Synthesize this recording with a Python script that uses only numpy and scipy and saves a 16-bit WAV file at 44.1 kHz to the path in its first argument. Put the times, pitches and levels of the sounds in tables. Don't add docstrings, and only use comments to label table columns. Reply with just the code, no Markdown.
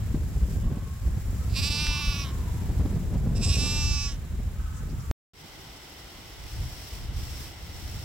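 import sys
import numpy as np
from scipy import signal
from scipy.fft import rfft, irfft, next_fast_len
from scipy.io import wavfile
from scipy.ndimage import uniform_filter1d, map_coordinates

SR = 44100
rng = np.random.default_rng(int(sys.argv[2]) if len(sys.argv) > 2 else 0)


def persist_wave(psi):
    counts = np.round(np.clip(psi, -1, 1) * 32767).astype(np.int16)
    wavfile.write(sys.argv[1], SR, np.atleast_2d(counts).T)


N = 354563
TIME = np.arange(N) / SR
FILTER_HZ = np.fft.rfftfreq(2048, 1 / SR)


def from_db(db):
    return 10 ** (np.asarray(db) / 20)


def rms_one(x):
    return x / np.sqrt(np.mean(x ** 2) + 1e-20)


def in_time(rows):
    seconds, *columns = np.transpose(rows)
    return [np.interp(TIME, seconds, column) for column in columns]


def at_hz(points, hz):
    point_hz, value = np.transpose(points)
    return np.interp(np.log(hz + 1), np.log(point_hz), value)


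def drift(per_s, size=N):
    knots = rng.standard_normal(4000)
    return rms_one(np.interp(np.arange(size) * per_s / SR, np.arange(len(knots)), knots))


def bump(t, centre, width):
    return 1 / (1 + ((t - centre) / width) ** 2 / 2) ** 2


def band(x, low_hz, high_hz):
    return signal.sosfilt(signal.butter(2, [low_hz, high_hz], "band", fs=SR, output="sos"), x)


def coloured(x, gain):
    cepstrum = irfft(np.log(gain + 1e-6))
    half = len(cepstrum) // 2
    fold = np.r_[1, np.full(half - 1, 2), 1, np.zeros(half - 1)]
    response = irfft(np.exp(rfft(cepstrum * fold)))[:half]
    return signal.fftconvolve(x, response)[:len(x)]


def noise(spectrum, likeness):
    size = next_fast_len(N)
    hz = np.fft.rfftfreq(size, 1 / SR)
    low_hz, high_hz = spectrum[0][0] / 2, 2 * spectrum[-1][0]
    gain = from_db(at_hz(spectrum, hz)) / (1 + (hz / high_hz) ** 4) * hz / (hz + low_hz)
    alike = np.clip(at_hz(likeness, hz), 0, .99)
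    white = rfft(rng.standard_normal((2, size)))
    mid, side = irfft(white * gain * np.sqrt([1 + alike, 1 - alike]), size)[:, :N]
    return np.array([mid + side, mid - side]) / np.std(mid)


def scatter(x, t60, delay_s, low_hz, high_hz):
    t = TIME[:SR]
    tail = band(rng.standard_normal((2, SR)), low_hz, high_hz) * from_db(-60 * t / t60) * (t > delay_s)
    return signal.fftconvolve(x.mean(0)[None], tail / np.sqrt(np.sum(tail ** 2) / 2), axes=1)[:, :N]


def breeze(far_db, near_db, murmur, hiss, flicker_db):
    # frequency in Hz, left-right likeness from 0 to 1.
    likeness = [(100, .95), (500, 0.62), (1200, 0.32), (2500, 0.26), (6000, 0), (14000, 0)]
    far = from_db(far_db) * noise(murmur, likeness)
    near = from_db(near_db + flicker_db * drift(150)) * noise(hiss, likeness)
    return far + near


def meadow_breeze():
    # time in seconds, far murmur in dB, grass hiss in dB.
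    levels = [(0, -54.5, -54), (.45, -60, -54), (.53, -69, -50), (.65, -59, -57), (1.4, -57, -52),
              (2.5, -53.5, -52), (3.3, -58.5, -55.5), (4.2, -56.5, -57.5), (5.1, -59.5, -55)]
    # frequency in Hz, relative density in dB.
    murmur = [(200, -11), (500, -3), (1150, -2.5), (1700, -3.5), (2600, -8), (4000, -9), (7000, -58)]
    hiss = [(2000, 2.5), (3500, -6.5), (5200, 0.5), (6500, -1), (7500, 3.5), (8600, -5), (10500, -4.5),
            (11600, -3), (12800, -5.5), (15500, -2.5)]
    return breeze(*in_time(levels), murmur, hiss, flicker_db=.95)


def tree_breeze():
    # time in seconds, level in dB.
    leaf_levels = [(6.4, -53), (6.51, -49), (6.95, -47.5), (7.12, -55.5), (7.17, -47), (7.45, -45.5),
                   (7.55, -53.5), (7.9, -48)]
    # frequency in Hz, relative density in dB.
    murmur = [(150, -31), (250, -2.5), (283, 1.5), (330, 1.5), (538, -5), (784, -2), (1160, -8.5),
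              (1450, -7), (1810, -12), (2000, -2.5), (2360, -12), (3030, -6), (5450, -16.5), (7000, -24),
              (9100, -58), (15400, -120)]
    hiss = [(2500, 5.5), (4500, 5.5), (5500, 12), (6400, 0.5), (7700, 4), (10200, -4), (11700, 1),
            (13000, -4.5), (15500, 1.5)]
    return breeze(far_db=-50.5, near_db=in_time(leaf_levels)[0], murmur=murmur, hiss=hiss, flicker_db=.84)


def far_flock(width_hz=390, upper_hz=2950):
    # start and length in seconds, pitch in Hz, level in dB, vowel resonance in Hz,
    # upper resonance in dB against the vowel.
    bleats = [(0.328, 0.38, 270, -62.5, 1400, -5), (0.662, 0.27, 219, -62.5, 1210, -11),
              (1.029, 0.3, 237.4, -69, 1530, -13), (4.5, 0.4, 215.3, -58, 1270, -14.5),
              (4.919, 0.19, 228.6, -59.5, 1160, -12.5)]
    out = np.zeros(N)
    for start, length, pitch_hz, level_db, vowel_hz, upper_db in bleats:
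        first, t = int(start * SR), TIME[:int(length * SR)]
        source = vocal_folds(pitch_hz + 5 * np.sin(2 * np.pi * 11 * t), rough=.8)
        vowel = 1 / (1 + ((FILTER_HZ - vowel_hz) / width_hz) ** 4)
        upper = from_db(upper_db) / (1 + ((FILTER_HZ - upper_hz) / width_hz / 2) ** 4)
        voice = rms_one(coloured(source, vowel + upper))
        out[first:first + len(t)] += from_db(level_db) * voice * signal.get_window(("tukey", .5), len(t))
    return (out + scatter(out[None], t60=.4, delay_s=.01, low_hz=700, high_hz=5000)) / np.sqrt(2)


def far_whistles(turn_share=.19, fade_db_per_s=12.5, edge_db_per_s=394):
    # start and length in seconds, first, middle and last pitch in Hz, relative level in dB,
    # hoarse halo in dB against the tone.
    calls = [(.64, 0.52, 1124, 1097, 1050, -59, -1), (1.395, 0.063, 1235, 1287, 1300, -56, -8),
             (1.907, .74, 988.4, 1160, 896, -49.5, -2.5), (4.596, 0.54, 1272, 1300, 1266, -63, 1)]
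    out = np.zeros(N)
    for start, length, first_hz, middle_hz, last_hz, level_db, halo_db in calls:
        age = TIME - start
        before = np.clip(1 - age / length / turn_share, 0, 2)
        after = np.clip((age / length - turn_share) / (1 - turn_share), 0, 2)
        pitch = middle_hz + (first_hz - middle_hz) * before ** 2 + (last_hz - middle_hz) * after ** 1.4
        outside_s = np.clip(np.maximum(-age, age - length), 0, 1)
        db = level_db - 2 - fade_db_per_s * np.maximum(age, 0) - edge_db_per_s * outside_s
        phase = 2 * np.pi * np.cumsum(pitch * (1 + .006 * drift(60))) / SR
        halo = drift(220) * np.sin(phase) + drift(220) * np.cos(phase)
        out += from_db(db + 1.5 * drift(25)) * (np.sqrt(2) * np.sin(phase) + from_db(halo_db) * halo)
    return out + from_db(-8) * scatter(out[None], t60=.25, delay_s=.01, low_hz=700, high_hz=9000)


def stalks(snap_s=1.8686, snap_db=-16):
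    # time in seconds, level in dB, band centre in Hz, half-length in seconds.
    brushes = [(4.774, -52, 7300, 0.032), (4.903, -57, 5200, 0.015), (5.007, -55, 5500, .012),
               (5.022, -63, 6300, .01)]
    white, out = rng.standard_normal((2, N)), np.zeros((2, N))
    for time, db, hz, width in brushes:
        swell = np.exp(-((TIME - time) / width) ** 2)
        out += from_db(db) * swell * rms_one(band(white, hz * .82, hz * 1.16))
    age = TIME - snap_s
    crack = band((age >= 0) * np.exp(-np.abs(age) / .00003) + 1e-18, 1200, 6000)
    return out + from_db(snap_db) * crack / np.abs(crack).max()


def wind(swell_db=1.3, spurt_s=.0074):
    # time in seconds, rumble and flutter in relative dB.
    strength = [(.1, -29.5, -48.5), (.43, -28.5, -43), (.75, -33.5, -40.5), (1.0, -30.5, -52.5),
                (1.12, -29, -43), (1.62, -25.5, -42.5), (1.8, -32.5, -43), (2.3, -33, -45),
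                (2.55, -29, -43), (2.7, -28, -35.5), (3.25, -26, -38), (3.7, -28, -36), (3.9, -25.5, -56),
                (4.17, -37, -50), (4.45, -31.5, -48.5), (4.72, -37.5, -57.5), (4.85, -35.5, -49),
                (5.1, -32, -51), (5.4, -52, -59.5), (6.15, -51, -63), (6.5, -40.5, -68), (6.63, -30, -68),
                (6.76, -43, -60), (7.17, -32, -54.5), (7.55, -44.5, -60), (7.9, -37, -58)]
    # frequency in Hz, relative density in dB.
    rumble_colour = [(18, -14), (30, -4.5), (45, 1), (72, 1.5), (110, -5), (160, -18), (250, -28),
                     (500, -41)]
    flutter_colour = [(70, -4.5), (150, 9), (210, 1.5), (300, -8.5), (450, -13.5), (700, -21.5),
                      (1200, -31), (2500, -41)]
    # time in seconds, envelope peak in dB, frequency in Hz.
    buffets = [(0.1456, -19.5, 230), (0.149, -20, 53.4), (.175, -33, 337), (0.367, -15.5, 62),
               (0.432, -13.5, 57), (0.67, -16.5, 42), (0.774, -26.5, 204), (1.076, -15.5, 67),
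               (1.175, -16, 104), (1.896, -19, 41.6), (2.088, -16, 43.7), (2.699, -15, 64),
               (2.805, -14.5, 85), (3.39, -20.5, 76), (3.473, -18.5, 83), (4.389, -20, 66.4),
               (4.476, -20.5, 70.8), (5.11, -16, 53)]
    rumble_db, flutter_db = in_time(strength) + swell_db * drift(10)
    eddies = drift(35)
    rumble_gain = from_db(rumble_db + .07) * rms_one(from_db(.98 * eddies))
    rumble = rumble_gain * noise(rumble_colour, likeness=[(30, .81), (300, .95)])
    flutter_gain = from_db(flutter_db + 5.5) * rms_one(from_db(1.35 * eddies + 2.75 * drift(130)))
    for time, db, hz in buffets:
        turns = (TIME - time) * hz
        near = np.abs(turns) < 2
        rumble[:, near] -= from_db(db) * np.sin(2 * np.pi * turns[near]) * np.exp(-(turns[near] / .7) ** 2)
        flutter_gain += from_db(db - 16.5) * hz / 100 * bump(TIME, time + spurt_s / 2, spurt_s)
    return rumble + flutter_gain * noise(flutter_colour, likeness=[(100, .9), (1000, 1.0)])


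def larynx(t, start, length, top_hz, fading_db, grunt_db, rise_s, hoarse, clearing_s, clear_rough):
    # time in seconds, added roughness from 0 to 1, lift in Hz, choke in dB.
    catches = [(1.543, .2, 27, 2), (1.592, 0, 6, 0), (1.613, .4, 26, 6.5), (1.634, 0, -4, 0),
               (1.656, 0, 8, -1), (1.694, .1, 14, 4), (1.712, 0, -4, 0), (1.735, .1, 6, 1),
               (1.762, 0, -3, 0), (1.8, .05, 4, 0), (1.827, .1, 7, -1), (2.0, .1, 5, 1), (2.14, .4, -3, 0),
               (2.185, .3, 3, 2), (2.205, .2, -3, -1), (2.23, .35, 0, 0), (3.413, .2, 35, 2),
               (3.457, 0, 11, 0), (3.479, .3, 24, 7), (3.502, 0, -3, -2), (3.524, .1, 15, 2.5),
               (3.536, 0, -6, -1.5), (3.548, .2, 5, 1.5), (3.563, .2, -10, 0), (3.575, .2, 3, 2),
               (3.59, 0, 8, 1), (3.628, 0, 5, 0), (3.655, .35, 2, 0), (3.675, .3, 4, 0), (3.735, 0, 3, 1),
               (4.03, 0, 6, 0)]
    rise_hz, sag_hz, sag_start_s, sag_s, drop_hz_per_s = 34, 16, .29, .38, 450
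    attack_db_per_s, release_db_per_s, grunt_s = 600, 280, .013
    age = t - start
    rising = np.clip(1 - age / rise_s, 0, 1)
    sagging = np.maximum(age - sag_start_s, 0) / sag_s
    dropping_s = np.maximum(age - sag_start_s - sag_s, 0)
    pitch = top_hz - rise_hz * rising ** 2 - sag_hz * sagging ** 2 - drop_hz_per_s * dropping_s
    edges_db = attack_db_per_s * np.minimum(age, 0) - release_db_per_s * np.maximum(age - length, 0)
    held_db = edges_db - fading_db * np.clip(age / length, 0, 1) ** 2
    opening_grunt = from_db(grunt_db) * bump(age, -.061, grunt_s)
    closing_grunt = from_db(-16 - fading_db) * bump(age, length + .052, grunt_s)
    db = 20 * np.log10(from_db(held_db) + opening_grunt + closing_grunt)
    rough = clear_rough + hoarse / (1 + (np.maximum(age, 0) / clearing_s) ** 10)
    rough += .085 * np.maximum(-db - 4.3, 0)
    for time, more_rough, lift_hz, choke_db in catches:
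        catch = bump(t, time, width=.011)
        rough += more_rough * catch
        pitch += lift_hz * catch
        db -= choke_db * catch
    return pitch + .9 * drift(70, len(t)), db, np.clip(rough, 0, 1)


def vocal_folds(pitch, rough):
    size = len(pitch)
    wobble = rough * (.017 * drift(300, size) + .012 * drift(70, size))
    cycles = np.cumsum(pitch * (1 + wobble)) / SR
    pulses = rms_one(sum(np.cos(2 * np.pi * k * cycles) for k in range(1, 52)))
    air = rng.standard_normal(size) * np.exp(-3.5 * (cycles % 1))
    hiss = .4 * np.sqrt(rough) * rms_one(band(air, 6000, 15000))
    rasp = .3 * rough ** .85 * rms_one(air)
    return pulses * from_db(2.2 * rough * drift(300, size)) + hiss + rasp


def throat_gain(throat, progress, tremble, floor_db=-34):
    # centre and width in Hz, gain in dB, glide in Hz.
    notches = [(2030, 200, -4, -100), (3280, 200, -4, 170), (4500, 180, -4, 220), (6780, 240, -10, 280),
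               (8700, 140, -11, 0)]
    hz, from_middle = FILTER_HZ, progress - .5
    settling, closing = np.clip((progress - .12) / .37, 0, 1), np.clip(from_middle / .65, 0, 1)
    power = from_db(floor_db) ** 2
    for (centre, width, *levels_db, glide), (shift, swell) in zip(throat, tremble):
        start, middle, end = from_db(levels_db)
        strength = (start + settling * (middle - start) + closing * (end - middle)) * from_db(1.4 * swell)
        now_hz = centre * (1 + .013 * shift) + glide * from_middle
        power = power + strength ** 2 / (1 + ((hz - now_hz) / width * 1.27) ** 2) ** 2
    notch_db = sum(db * np.exp(-((hz - centre - glide * from_middle) / width) ** 2)
                   for centre, width, db, glide in notches)
    return np.sqrt(power) * from_db(notch_db) * hz ** 2 / (hz ** 2 + 450 ** 2)


def shaped_by_throat(source, rough, throat, hop=256):
    size = len(source)
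    tremble = np.array([[drift(28, size), drift(28, size)] for _ in throat]) * (.45 + rough)
    out, window = np.zeros(size + 6 * hop), signal.get_window("hann", 2 * hop)
    for i in range(0, size - 2 * hop, hop):
        gain = throat_gain(throat, (i + hop) / size, tremble[:, :, i + hop])
        out[i:i + 6 * hop] += coloured(np.pad(source[i:i + 2 * hop] * window, (0, 4 * hop)), gain)
    return out[:size]


def bleat(row, throat, shade, closing_s=.022):
    # frequency in Hz, relative gain in dB.
    closed_mouth = [(1100, 8.5), (2100, 19.5), (2600, -9.5), (3000, 16), (3700, 8), (5400, 0), (7200, 7.5)]
    start, length, level_db, *manner, lag_s = row
    first, last = int((start - .09) * SR), int((start + length + .1) * SR)
    t = TIME[first:last]
    pitch, db, rough = larynx(t, start, length, *manner)
    voice = shaped_by_throat(vocal_folds(pitch, rough), rough, throat)
    muffled = coloured(voice, from_db(at_hz(closed_mouth, FILTER_HZ)))
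    shut = np.clip((t - start - length) / closing_s, 0, 1)
    right = voice + shut * (muffled - voice)
    shaded = coloured(right, from_db(at_hz(shade, FILTER_HZ)))
    left = map_coordinates(shaded, [np.arange(len(t)) - lag_s * SR], order=3)
    running_rms = np.sqrt(uniform_filter1d(((left + right) / 2) ** 2, size=2400))
    stereo = np.array([left, right]) / running_rms * from_db(db + level_db)
    return np.pad(stereo, ((0, 0), (first, N - last)))


def lamb():
    # start and length in seconds, level in dB, top pitch in Hz, fading by the end in dB,
    # opening grunt in dB, pitch rise in seconds, opening hoarseness from 0 to 1, clearing time in
    # seconds, hoarseness once clear from 0 to 1, lag at the left microphone in seconds.
    bleats = [(1.566, .673, -30, 296, 7.5, -22, .27, .2, .29, .12, .000003),
              (3.433, .64, -32.2, 297, 4, -10.5, .35, .6, .135, .05, .000022)]
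    # centre and width in Hz, relative dB at the start,
    # middle and end of the bleat, glide in Hz.
    first_throat = [(892, 110, -15, -8.5, -22, -33), (1038, 91, 1, 8.5, 6.5, 20),
                    (1480, 270, -34, -5, -5, -43.5), (2594, 320, 8, 10, 10, -54),
                    (3570, 810, 3.5, 4, 2.5, 60), (4700, 840, 11.5, 4, -10, 248.5),
                    (5450, 550, 2, 4.5, 7.5, 118), (7600, 630, 2.5, -10, -13, -300),
                    (9070, 440, -5, -8, -13, 199), (11800, 3700, -18, -28, -18, 99)]
    second_throat = [(890, 73, -30, -5, -12, -30), (1104, 64, -4, 0.5, -1, 14.5),
                     (1540, 530, -28, -15.5, -11, -40), (2595, 223, 8, 6.5, 7, -48),
                     (3840, 1080, 4.5, -1, -3.5, 60), (5310, 480, 12, 7, 14.5, 128),
                     (5920, 950, 4, 0, 9, 353.5), (7500, 900, 5, -2, -5, -200),
                     (9000, 430, -2, -16, -30, 83), (11440, 280, -13, -10, -26, -100),
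                     (13800, 3000, -18, -27, -31, 0)]
    # frequency in Hz, left minus right in dB.
    first_shade = [(700, 2), (1250, 2), (2400, -3.5), (3500, -6.5), (5000, -7.5), (7300, -13.5),
                   (9000, -7.5), (13000, 1.5)]
    second_shade = [(700, -4), (1250, 4), (2400, -2.5), (4200, -1), (5400, -9.5), (7400, -17.5),
                    (9000, -6.5), (11500, -5)]
    voice = from_db(.07) * sum(map(bleat, bleats, (first_throat, second_throat), (first_shade, second_shade)))
    grass = from_db(-14) * scatter(voice, t60=.02, delay_s=.0008, low_hz=4500, high_hz=14000)
    forest = from_db(-32) * scatter(voice, t60=.6, delay_s=.04, low_hz=700, high_hz=5000)
    return voice + grass + forest


def scene(break_s=5.113, resume_s=5.335, fade_in_s=.069):
    gusts = wind()
    meadow = lamb() + far_whistles() + far_flock() + stalks() + meadow_breeze()
    fade_in = (TIME > resume_s) * (1 - .77 * np.exp(-np.maximum(TIME - resume_s, 0) / fade_in_s))
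    return (meadow + gusts) * (TIME < break_s) + (tree_breeze() + gusts) * fade_in


def record(dry):
    return signal.sosfilt(signal.ellip(12, .1, 80, 15850, fs=SR, output="sos"), dry)


dry = scene()
out = record(dry)
persist_wave(out)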